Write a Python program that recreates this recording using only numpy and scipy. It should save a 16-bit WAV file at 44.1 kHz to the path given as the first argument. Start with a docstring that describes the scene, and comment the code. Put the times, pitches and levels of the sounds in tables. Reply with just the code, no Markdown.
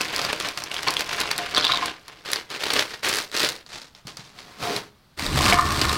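"""Cardboard puzzle pieces are shaken out of a plastic bag into their box on a table, in a small room.
The empty bag is crumpled and put aside, a hand nudges the box and slides it round, then both hands
spread the heap over the drumming box floor. Pieces are dense clouds of tiny rings with ringing landings
on top, film is coloured crackle with separate snaps, and the box is a bank of resonances."""
import sys
import numpy as np
from scipy import signal
from scipy.fft import rfft, irfft, next_fast_len
from scipy.io import wavfile

SR = 44100
rng = np.random.default_rng(int(sys.argv[2]) if len(sys.argv) > 2 else 0)


def digitize_waveform(pressure):
    """Quantize a signal to 16-bit integers and store it at the path in sys.argv[1].

    Rows of a 2-D input are taken as channels; values are limited to [-1, 1].
    """
    field = np.atleast_2d(pressure).T
    bounded = np.clip(field, -1, 1)
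    quanta = np.round(bounded * 32767).astype(np.int16)
    wavfile.write(sys.argv[1], SR, quanta)


N = 263661  # samples, about 6 s

# Levels in these tables are taken before the trim of each layer in the mix.

# The box is nudged, then slid round on the table. Each row: time in seconds, scrape level in dB.
SLIDE_SPEED = [(4.05, -55), (4.33, -59), (4.36, -49.5), (4.58, -47), (4.63, -28.5), (4.77, -30), (4.9, -57),
               (4.96, -82)]
# Hands spread the heap. Each row: time in seconds, clatter level in dB, pressure on the box floor in dB,
# scraping on the box floor in dB.
SPREAD_MOVES = [(5.168, -58, -53, -70), (5.176, -38, -47, -57), (5.194, -31, -35.5, -42),
                (5.324, -31.5, -25.5, -36), (5.356, -26.5, -22.5, -34), (5.504, -19.5, -25.5, -20.5),
                (5.52, -25.5, -30, -18.5), (5.652, -32, -29.5, -21), (5.822, -26, -27, -28),
                (5.902, -26.5, -30, -23), (5.96, -30.5, -29.5, -29)]
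# The biggest creases of the film snap through. Each row: time in seconds, peak in dB, treble lift in dB.
BIG_SNAPS = [(0.1623, -10.5, 6), (0.2496, -11.5, -7), (0.3263, -24, 8), (0.4872, -17, 3),
             (0.5747, -14.5, -7), (0.6386, -15, 5), (0.7426, -15.5, -3), (0.831, -17.5, 3),
             (0.906, -13.5, 8), (0.9392, -15, 8), (1.0077, -9.5, -0.5), (1.2028, -10.5, 10),
             (1.213, -10.5, 2), (1.3124, -14.5, -1), (1.3798, -11, 8), (1.859, -14.5, 6),
             (2.0814, -26.5, -3), (2.3174, -16, 20), (2.3326, -4.5, -0.5), (2.3593, -12, -7),
             (2.5025, -22.5, -1), (2.638, -12, -4), (2.7034, -10, -15), (2.7363, -9, 5), (2.7938, -4.5, -6),
             (3.0869, -12, 10), (3.092, -13, 12), (3.1473, -16, 0), (3.1569, -13, 9), (3.3158, -23.5, -1),
             (3.3747, -13, 3), (3.4032, -11, -3), (3.4474, -6, -10), (3.489, -11, 2), (3.6638, -30.5, -8),
             (3.7836, -30, -11), (3.8172, -27.5, -1), (3.9496, -33, -14), (4.0707, -24.5, 3),
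             (4.1704, -24.5, 0), (4.389, -27.5, -22)]
# The hardest landings of one piece on another. Each row: time in seconds, peak in dB,
# tick over the ring in dB, ring pitch in Hz.
HARD_LANDINGS = [(0.0095, -9, -7, 2650), (0.2162, -13.5, -6, 4800), (0.33, -9.5, -1, 2510),
                 (0.4007, -14.5, 3, 3380), (0.7151, -14.5, -10, 2860), (0.7653, -15.5, -25, 3290),
                 (0.876, -12, -8, 2290), (0.8837, -8, -18, 4430), (0.9676, -7.5, -14.5, 3300),
                 (1.3141, -10, -4.5, 4500), (1.5477, -10, -10, 4520), (1.5652, -7.5, -16, 3860),
                 (1.5726, -7, -20, 3370), (1.5793, -4.5, -8, 3480), (1.6442, -6, -17, 3600),
                 (1.6496, -5.5, -11, 3730), (1.6676, -6.5, -29, 3480), (1.7201, -6.5, -17, 3800),
                 (1.773, -11, -11, 3650), (4.7637, -12, -3, 4080), (5.1947, -14, 5, 3620),
                 (5.2642, -12, -4, 3700), (5.4389, -20, -2, 4260), (5.4476, -14, -9, 4530),
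                 (5.5253, -1.5, -27, 2250), (5.6108, -15.5, 8, 5450), (5.8148, -4.5, -5.5, 4820),
                 (5.8949, -9.5, -10, 3800)]
# Knocks on the box. Each row: time in seconds, peak in dB, most excited frequency in Hz.
BOX_KNOCKS = [(0.87, -19, 1140), (0.883, -16, 1100), (1.312, -19.5, 1780), (1.393, -26, 713),
              (1.572, -14, 1230), (1.692, -13, 1230), (1.734, -15.5, 1070), (1.78, -22, 1090),
              (1.823, -16, 1050), (4.052, -35.5, 171), (4.068, -40.5, 253), (4.191, -38, 170),
              (5.403, -14, 1010), (5.524, -13.5, 730), (5.587, -5.5, 1200), (5.845, -16.5, 1410),
              (5.973, -5, 1110)]
# Modes of the box. Each row: frequency in Hz, width in Hz, relative level in dB.
BOX_MODES = [(149, 33, 1.5), (236, 20, -2), (320, 16.6, 3.5), (418.8, 4.3, 10.5), (497, 16, -3.5),
             (703, 12.8, 3.5), (1035, 39, -4), (1100, 21, -4), (1170, 21, -5), (1238, 40, -8.5),
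             (1424, 25, -4.5), (1780, 27, 0.5), (2210, 170, -5.5)]
# Modes of the box floor drumming on the table. Each row: frequency in Hz, width in Hz, relative level in dB.
DRUM_MODES = [(33.3, 13, -9), (77.6, 6.8, 2.5), (140, 38, -7), (199, 60, -12.5), (321, 29, -9)]

# Spectra of the tumbling pieces, the rustling film, the film laid aside, a sharp crease, the box bottom
# on the table, the heap under the hands and the room air.
# Each row: frequency in Hz, relative level in dB per Hz.
TUMBLE_SPECTRUM = [(25, -10), (60, 0.5), (135, -2), (220, 0), (410, 2), (750, 1), (1400, 3), (2700, 1.5),
                   (3400, -0.5), (4600, -3), (6800, -14), (16000, -36)]
FILM_SPECTRUM = [(40, -18), (80, -6), (190, -6), (320, 1.5), (450, 4), (700, -3), (1900, 1), (3200, -1.5),
                 (4400, -2), (6600, -13), (16000, -28.5)]
FAR_FILM_SPECTRUM = [(100, -8), (250, -6), (1300, -3.5), (3000, -5), (4500, -2.5), (7000, -11),
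                     (16000, -32.5)]
CREASE_SPECTRUM = [(200, -13.5), (1200, 0), (2800, -6), (4600, 5), (6500, -3.5), (10000, -8), (16000, -17)]
SCRAPE_SPECTRUM = [(30, -18), (80, -5), (160, 1.5), (420, -3), (600, -4), (1100, -2.5), (3000, -7.5),
                   (4600, -6), (7000, -16.5), (16000, -28)]
HEAP_SPECTRUM = [(100, -26), (200, 2), (350, -2.5), (600, -5.5), (1300, -6.5), (2200, -6), (3000, -8),
                 (4600, -6.5), (6300, -14.5), (7800, -15), (8600, -15), (9800, -21), (13000, -24),
                 (16000, -30)]
AIR_SPECTRUM = [(25, -5.5), (45, -2), (85, -5.5), (135, -3.5), (185, -6), (225, -4), (290, -15.5),
                (1200, -15), (2300, -22), (4300, -18.5), (7000, -31), (16000, -33)]
# Decay of the room. Each row: frequency in Hz, time to fall by 60 dB in seconds.
ROOM_DECAY = [(150, 0.45), (1000, 0.27), (4500, 0.084), (14000, 0.084)]

# Each shake of the bag lets a batch of pieces slump out. 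Each row: start in seconds, length in seconds,
# clatter level in dB, film crinkle level in dB.
BAG_SHAKES = [(0.0, 0.011, -27.5, -32), (0.122, 0.18, -27.5, -37.5), (0.4, 0.084, -29.5, -41),
              (0.57, 0.035, -36, -39), (0.706, 0.13, -33.5, -43), (0.865, 0.031, -20.5, -42),
              (0.958, .05, -30.5, -34.5), (1.085, 0.085, -31, -38), (1.182, 0.027, -24, -49),
              (1.383, 0.063, -27.5, -55), (1.532, 0.34, -27.5, -59), (2.082, 0.0082, -44, -62)]
# Between shakes pieces keep trickling until the bag is empty. Each row: time in seconds, clatter level in dB.
PIECE_TRICKLE = [(0, -29.5), (.68, -40), (1.25, -32.5), (1.87, -36), (2.0, -52), (2.25, -50.5), (2.3, -85)]
# Each squeeze crumples the empty bag. Each row: start in seconds, length in seconds, rustle level in dB,
# swell over the length in dB, crinkle level in dB.
BAG_SQUEEZES = [(2.244, 0.14, -32, 0.5, -46), (2.488, 0.072, -32.5, 0, -57),
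                (2.583, 0.22, -31.5, 10.5, -43), (2.872, 0.085, -36.5, -1, -47.5),
                (3.023, 0.067, -20.5, -1, -29), (3.105, 0.087, -28, 1, -31.5), (3.32, .14, -28, 5.5, -32.5),
                (3.482, 0.074, -35, -4.5, -42)]
# The bag, laid aside, unfolds in fits. Each row: start in seconds, length in seconds, rustle level in dB,
# swell over the length in dB.
BAG_UNFOLDS = [(3.66, 0.1, -46, 12.5), (3.815, 0.022, -42, -1), (3.948, 0.036, -50.5, -1),
               (4.068, 0.024, -37.5, -0.5), (4.168, 0.032, -41.5, 0), (4.24, 0.059, -50, 1.5),
               (4.37, 0.03, -44.5, 2.5)]

SHAKE_ATTACK_S, SHAKE_FALL_DB_PER_S = 0.0081, 202
SQUEEZE_ATTACK_S, SQUEEZE_FALL_DB_PER_S = 0.025, 237
UNFOLD_ATTACK_S, UNFOLD_FALL_DB_PER_S = 0.003, 223
# lesser creases snap by chance: their rate, peak over the crinkle, scatter and treble lift
SMALL_SNAPS_PER_S, SMALL_SNAP_DB, SMALL_SNAP_SPREAD_DB, SMALL_SNAP_TREBLE_DB = 30, 14.5, 3, -1.5
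# the last pieces pelt the heap: start, length and rate; then the peak, scatter, tick and ring of the landings
PELT_START_S, PELT_LENGTH_S, PELTS_PER_S = 1.56, .21, 120
PELT_DB, PELT_SPREAD_DB, PELT_TICK_DB, PELT_HZ = -15.5, 0.5, -20, 3800
# pieces flicked over by the fingers: their rate, peak over the clatter, scatter, tick and central ring
FLICKS_PER_S, FLICK_DB, FLICK_SPREAD_DB, FLICK_TICK_DB, FLICK_HZ = 22, 5.5, 3.5, -5, 3830
PITCH_SCATTER = 0.093  # share by which the ring of a lesser landing differs from piece to piece
TOP_HZ = 16000


def amp(db):
    """Decibels to gain."""
    return 10 ** (np.asarray(db) / 20)


def unit(x):
    """Scale to rms 1."""
    return x / np.sqrt(np.mean(x ** 2) + 1e-20)


def along(points, hz):
    """Read (Hz, value) points on a log frequency axis."""
    f, v = np.transpose(points)
    return np.interp(np.log(hz + 1), np.log(f + 1), v)


def gains(rows):
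    """A gain per sample for each dB column, near silent before the first row and held after the last."""
    s, *columns = np.transpose(rows)
    return [amp(np.interp(np.arange(N) / SR, s, column, left=-120)) for column in columns]


def filtered(x, response):
    """Shape x by a complex response of frequency, with padding for the ringing."""
    m = 2 * next_fast_len(len(x) // 2 + 4096)
    return irfft(rfft(x, m) * response(np.fft.rfftfreq(m, 1 / SR)), m)[:len(x)]


def causal(gain):
    """The minimum-phase response with this gain: it rings only after a blow."""
    cepstrum = irfft(np.log(np.maximum(gain, 1e-6)))
    half = len(cepstrum) // 2
    cepstrum[1:half] *= 2
    cepstrum[half + 1:] = 0
    return np.exp(rfft(cepstrum))


def coloured(x, spectrum):
    """Colour x with a spectrum, at rms 1."""
    return unit(filtered(x, lambda hz: causal(amp(along(spectrum, hz)))))


def resonate(x, modes):
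    """Pass x through a set of resonances of alternating sign, at rms 1."""
    def response(f):
        total = 0
        for k, (centre, width, db) in enumerate(modes):
            band = 1j * f * width
            total = total + (-1) ** k * amp(db) * band / (centre * centre - f * f + band)
        return total
    return unit(filtered(x, response))


def box(x, centre_hz, focus_db, damping=1):
    """The box rings most near centre_hz; focus_db is the loss an octave away, damping widens its modes."""
    return resonate(x, [(hz, width * damping, db - focus_db * abs(np.log2(hz / centre_hz)))
                        for hz, width, db in BOX_MODES])


def add(track, s, sound, db):
    """Place a sound at time s, its six tallest samples averaging db."""
    part = track[max(round(s * SR), 0):][:len(sound)]
    crest = np.sort(np.abs(sound))[-6:].mean()
    part += amp(db) * sound[:len(part)] / crest


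def bursts(rate, spread_db, t60):
    """An envelope that jumps at random moments by random amounts and dies away, at rms 1."""
    chance, size = rng.random(N), rng.standard_normal(N)
    energy = (chance < rate / SR) * amp(spread_db * np.clip(size, -2, 2)) ** 2
    decay = amp(-60 / (t60 * SR)) ** 2
    return unit(np.sqrt(signal.lfilter([1], [1, -decay], energy)))


def surges(share, rate, spread_db, t60):
    """A steady envelope in which bursts carry this share of the power."""
    return np.sqrt(1 - share + share * bursts(rate, spread_db, t60) ** 2)


def crackle(rate, spread_db, t60):
    """White noise bursts of random sizes, at rms 1."""
    return bursts(rate, spread_db, t60) * rng.standard_normal(N)


def clatter(rate, spread_db, ring, rub_db):
    """Dense cardboard contacts, each ringing briefly at eight pitches of its own; white overall."""
    draw = rng.random((int(rate * N / SR), 10))
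    t = np.arange(200) / SR
    size = amp(-spread_db * np.log(np.maximum(draw[:, 1:2], .05)))
    # one random pitch in each 1900 Hz band
    hz = 700 + 1900 * (np.arange(8) + draw[:, 2:])[..., None]
    sign = (-1) ** np.arange(8)[:, None]
    rings = np.exp(-t / ring) * np.sin(2 * np.pi * hz * t) * sign
    where = (draw[:, :1] * N).astype(int) + np.arange(len(t))
    grains = unit(np.bincount(where.ravel(), (size * rings.sum(1)).ravel(), N)[:N])
    # between contacts the rough faces rub on each other
    return grains + amp(rub_db) * crackle(2 * rate, spread_db, t60=0.017)


def strokes(rows, attack_s, fall_db_per_s):
    """The gain of (s, length s, dB, swell dB) movements: each starts quickly, holds or swells, then dies away."""
    power = np.zeros(N)
    for s, length, db, swell_db in rows:
        age = np.arange(N) / SR - s
        level = db + swell_db * np.clip(age / length, 0, 1) - fall_db_per_s * np.maximum(age - length, 0)
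        power += (np.clip(age / attack_s, 0, 1) * amp(level)) ** 2
    return np.sqrt(power)


def scattered(gain, rate, over_db, spread_db):
    """Chance contacts while something moves, their peaks following its gain: rows (s, peak dB)."""
    slots = np.arange(int(rate * N / SR))
    draw = rng.random((len(slots), 2))
    times = (slots + draw[:, 0]) / rate
    # an even scatter with spread_db as its standard deviation
    scatter_db = spread_db * np.sqrt(3) * (2 * draw[:, 1] - 1)
    peaks = gain[(times * SR).astype(int)] * amp(over_db + scatter_db)
    return [(s, 20 * np.log10(peak)) for s, peak in zip(times, peaks) if peak > .003]


def air():
    """The quiet air of the room is steady coloured noise."""
    return amp(-58.0) * coloured(rng.standard_normal(N), AIR_SPECTRUM)


def room(x):
    """The walls answer after 5 ms with a short noise tail, dying fastest in the treble."""
    hz, t, z = signal.stft(rng.standard_normal(SR // 2), SR, nperseg=256)
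    decay = amp(-60 * t / along(ROOM_DECAY, hz)[:, None])
    tail = signal.istft(z * decay, SR, nperseg=256)[1]
    return signal.fftconvolve(np.pad(x, (SR // 200, 0)), tail / np.linalg.norm(tail))[:N]


def slide():
    """The box bottom sticks and slips over the table, damped by the hand that holds it."""
    speed, = gains(SLIDE_SPEED)
    s = np.arange(N) / SR
    rub = coloured(crackle(rate=2800, spread_db=0.5, t60=0.0073), SCRAPE_SPECTRUM)
    # as the box turns, the rubbing spot moves and wakes lower modes
    turned = np.interp(s, [4.68, 4.745], [0, 1])
    judder = crackle(rate=1000, spread_db=3.5, t60=0.0037)
    high = box(judder, centre_hz=835, focus_db=15, damping=2.3)
    low = box(judder, centre_hz=430, focus_db=19, damping=2.9)
    card = np.sqrt(1 - turned) * high + np.sqrt(turned) * low
    # the card groans most in the fast middle of the turn
    groan = amp(-11) + np.exp(-((s - 4.725) / .065) ** 2)
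    return speed * (rub + amp(-3.5) * groan * card)


def knocks():
    """Pieces and fingers strike the box; the spot decides which modes answer."""
    track, t = np.zeros(N), np.arange(SR // 5) / SR
    for s, db, hz in BOX_KNOCKS:
        # a short push, then a faint chatter as the piece settles
        push = np.exp(-t * hz / 0.21)
        chatter = 0.053 * np.exp(-t / 0.026) * rng.standard_normal(len(t))
        add(track, s, box(push + chatter, centre_hz=hz, focus_db=24), db)
    return track


def spread(jostle, press, scrape):
    """Pieces jostle under the palms, scrape the box floor and make it drum on the table."""
    # interlocked pieces catch and let go in little jerks
    jerks = surges(.45, rate=110, spread_db=3, t60=.02)
    pieces = coloured(jerks * clatter(rate=1000, spread_db=2.5, ring=0.0011, rub_db=1), HEAP_SPECTRUM)
    drum = resonate(crackle(rate=630, spread_db=0.5, t60=0.009), DRUM_MODES)
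    card = box(crackle(rate=580, spread_db=-0.5, t60=0.0037), centre_hz=1197, focus_db=25.5)
    return amp(1.0) * jostle * pieces + press * drum + amp(-3.5) * scrape * card


def squeezing():
    """The rustle and the crinkle gains of the film as the empty bag is crumpled."""
    rustle_rows = [row[:4] for row in BAG_SQUEEZES]
    crinkle_rows = [(s, length, db, swell) for s, length, _, swell, db in BAG_SQUEEZES]
    rustle = strokes(rustle_rows, SQUEEZE_ATTACK_S, SQUEEZE_FALL_DB_PER_S)
    return rustle, strokes(crinkle_rows, SQUEEZE_ATTACK_S, SQUEEZE_FALL_DB_PER_S)


def bag(rustle, crinkle):
    """The film rustles as runs of small creases buckle, with sparser sharp ones on top."""
    settle = strokes(BAG_UNFOLDS, UNFOLD_ATTACK_S, UNFOLD_FALL_DB_PER_S)
    runs = surges(.55, rate=90, spread_db=2, t60=.035)
    body = coloured(runs * clatter(rate=1100, spread_db=2.0, ring=0.0005, rub_db=1.5), FILM_SPECTRUM)
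    creases = crackle(rate=530, spread_db=7.5, t60=0.0067) + 0.64 * rng.standard_normal(N)
    sharp = coloured(creases, CREASE_SPECTRUM)
    far = coloured(crackle(rate=1000, spread_db=3.5, t60=0.015), FAR_FILM_SPECTRUM)
    return amp(-1.0) * rustle * body + amp(-0.5) * crinkle * sharp + amp(-2) * settle * far


def snaps(crinkle):
    """A big crease flips with a crack, and the film flaps back a moment later."""
    track, t = np.zeros(N), np.arange(SR // 30) / SR
    small = scattered(crinkle, SMALL_SNAPS_PER_S, SMALL_SNAP_DB, SMALL_SNAP_SPREAD_DB)
    for s, db, treble_db in list(BIG_SNAPS) + [(s, db, SMALL_SNAP_TREBLE_DB) for s, db in small]:
        lag, panel_hz = rng.uniform(.0007, .0016), rng.uniform(1500, 5500)
        flip = np.exp(-t / .0005)
        flap = .5 * (t > lag) * np.exp(-np.abs(t - lag) / .0008)
        crack = (flip + flap + 0.097 * np.exp(-t / 0.005)) * rng.standard_normal(len(t))

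        def response(hz):
            # tighter creases crack brighter, and each panel of film has its own pitch
            shelf_db = treble_db / (1 + (6000 / (hz + 1)) ** 6)
            panel_db = 6 / (1 + ((hz - panel_hz) / 600) ** 2)
            return causal(amp(along(CREASE_SPECTRUM, hz) + shelf_db + panel_db))
        add(track, s, filtered(crack, response), db)
    return track


def landings(jostle):
    """Lesser landings, as the last pieces pelt the heap and as fingers flick them: (s, dB, tick dB, Hz)."""
    age = np.arange(N) / SR - PELT_START_S
    pelting = (age > 0) & (age < PELT_LENGTH_S)
    pelts = scattered(pelting, PELTS_PER_S, PELT_DB, PELT_SPREAD_DB)
    flicks = scattered(jostle, FLICKS_PER_S, FLICK_DB, FLICK_SPREAD_DB)
    rows = [(s, db, PELT_TICK_DB, PELT_HZ) for s, db in pelts]
    rows += [(s, db, FLICK_TICK_DB, FLICK_HZ) for s, db in flicks]
    return [(s, db, tick_db, hz * np.exp(rng.normal(0, PITCH_SCATTER))) for s, db, tick_db, hz in rows]


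def clacks(jostle):
    """A stiff piece lands on another: a tick and a few cycles of its bending modes."""
    track, t = np.zeros(N), np.arange(SR // 40) / SR
    bending = [(.45, -10.5), (.87, -12), (1, 3.5), (1.2, -4)]  # (share of the ring pitch, dB)
    for s, db, tick_db, hz in list(HARD_LANDINGS) + landings(jostle):
        ring = sum(amp(level + rng.normal(0, 0.58)) * np.sin(2 * np.pi * hz * ratio * t)
                   for ratio, level in bending)
        ring = ring * np.exp(-t / 0.0012) * (1 - np.exp(-t / 0.00024))
        tick_fade = np.exp(-t / 0.0014) + 0.23 * np.exp(-t / 0.0049)
        tick = coloured(rng.standard_normal(len(t)), HEAP_SPECTRUM) * tick_fade
        add(track, s, ring + amp(tick_db) * tick, db)
    return track


def shaking():
    """The flow of pieces and the crinkle of the film as the bag is shaken out."""
    trickle, = gains(PIECE_TRICKLE)
    flow_rows = [(s, length, db, 0) for s, length, db, _ in BAG_SHAKES]
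    crinkle_rows = [(s, length, db, 0) for s, length, _, db in BAG_SHAKES]
    flow = strokes(flow_rows, SHAKE_ATTACK_S, SHAKE_FALL_DB_PER_S)
    crinkle = strokes(crinkle_rows, SHAKE_ATTACK_S, SHAKE_FALL_DB_PER_S)
    return np.hypot(flow, trickle), np.hypot(crinkle, amp(-10.5) * trickle)


def pour(flow, crinkle):
    """Pieces slide over the film and tumble on to the heap, stirring the box."""
    # each falling piece sets off a small cascade of contacts
    cascades = surges(.55, rate=80, spread_db=2, t60=.045)
    contacts = cascades * clatter(rate=1000, spread_db=3.0, ring=0.0007, rub_db=-0.5)
    tumble = coloured(contacts, TUMBLE_SPECTRUM)
    stirred = box(contacts, centre_hz=660, focus_db=7.5, damping=0.81)
    pieces = amp(-1.5) * tumble + amp(-12.0) * stirred
    creases = crackle(rate=450, spread_db=6.0, t60=0.0051) + 0.46 * rng.standard_normal(N)
    film = coloured(creases, CREASE_SPECTRUM)
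    return flow * pieces + amp(-1) * crinkle * film


def scene():
    """All the handling, its echo and the quiet air of the room."""
    flow, shaken = shaking()
    rustle, squeezed = squeezing()
    jostle, press, scrape = gains(SPREAD_MOVES)
    rustling = pour(flow, shaken) + bag(rustle, squeezed) + slide() + spread(jostle, press, scrape)
    hits = knocks() + snaps(shaken + squeezed) + clacks(jostle)
    echo = room(amp(-14) * rustling + amp(-11) * hits)
    return (rustling + hits + echo + air())[None]


def record(dry):
    """The recorder rounds off the tallest peaks and cuts steeply above its band limit."""
    rounded = dry[0] / (1 + np.abs(dry[0] / .68) ** 6) ** (1 / 6)
    return filtered(rounded, lambda hz: 1 / np.sqrt(1 + (hz / TOP_HZ) ** 160))[None]


dry = scene()
out = record(dry)
digitize_waveform(out)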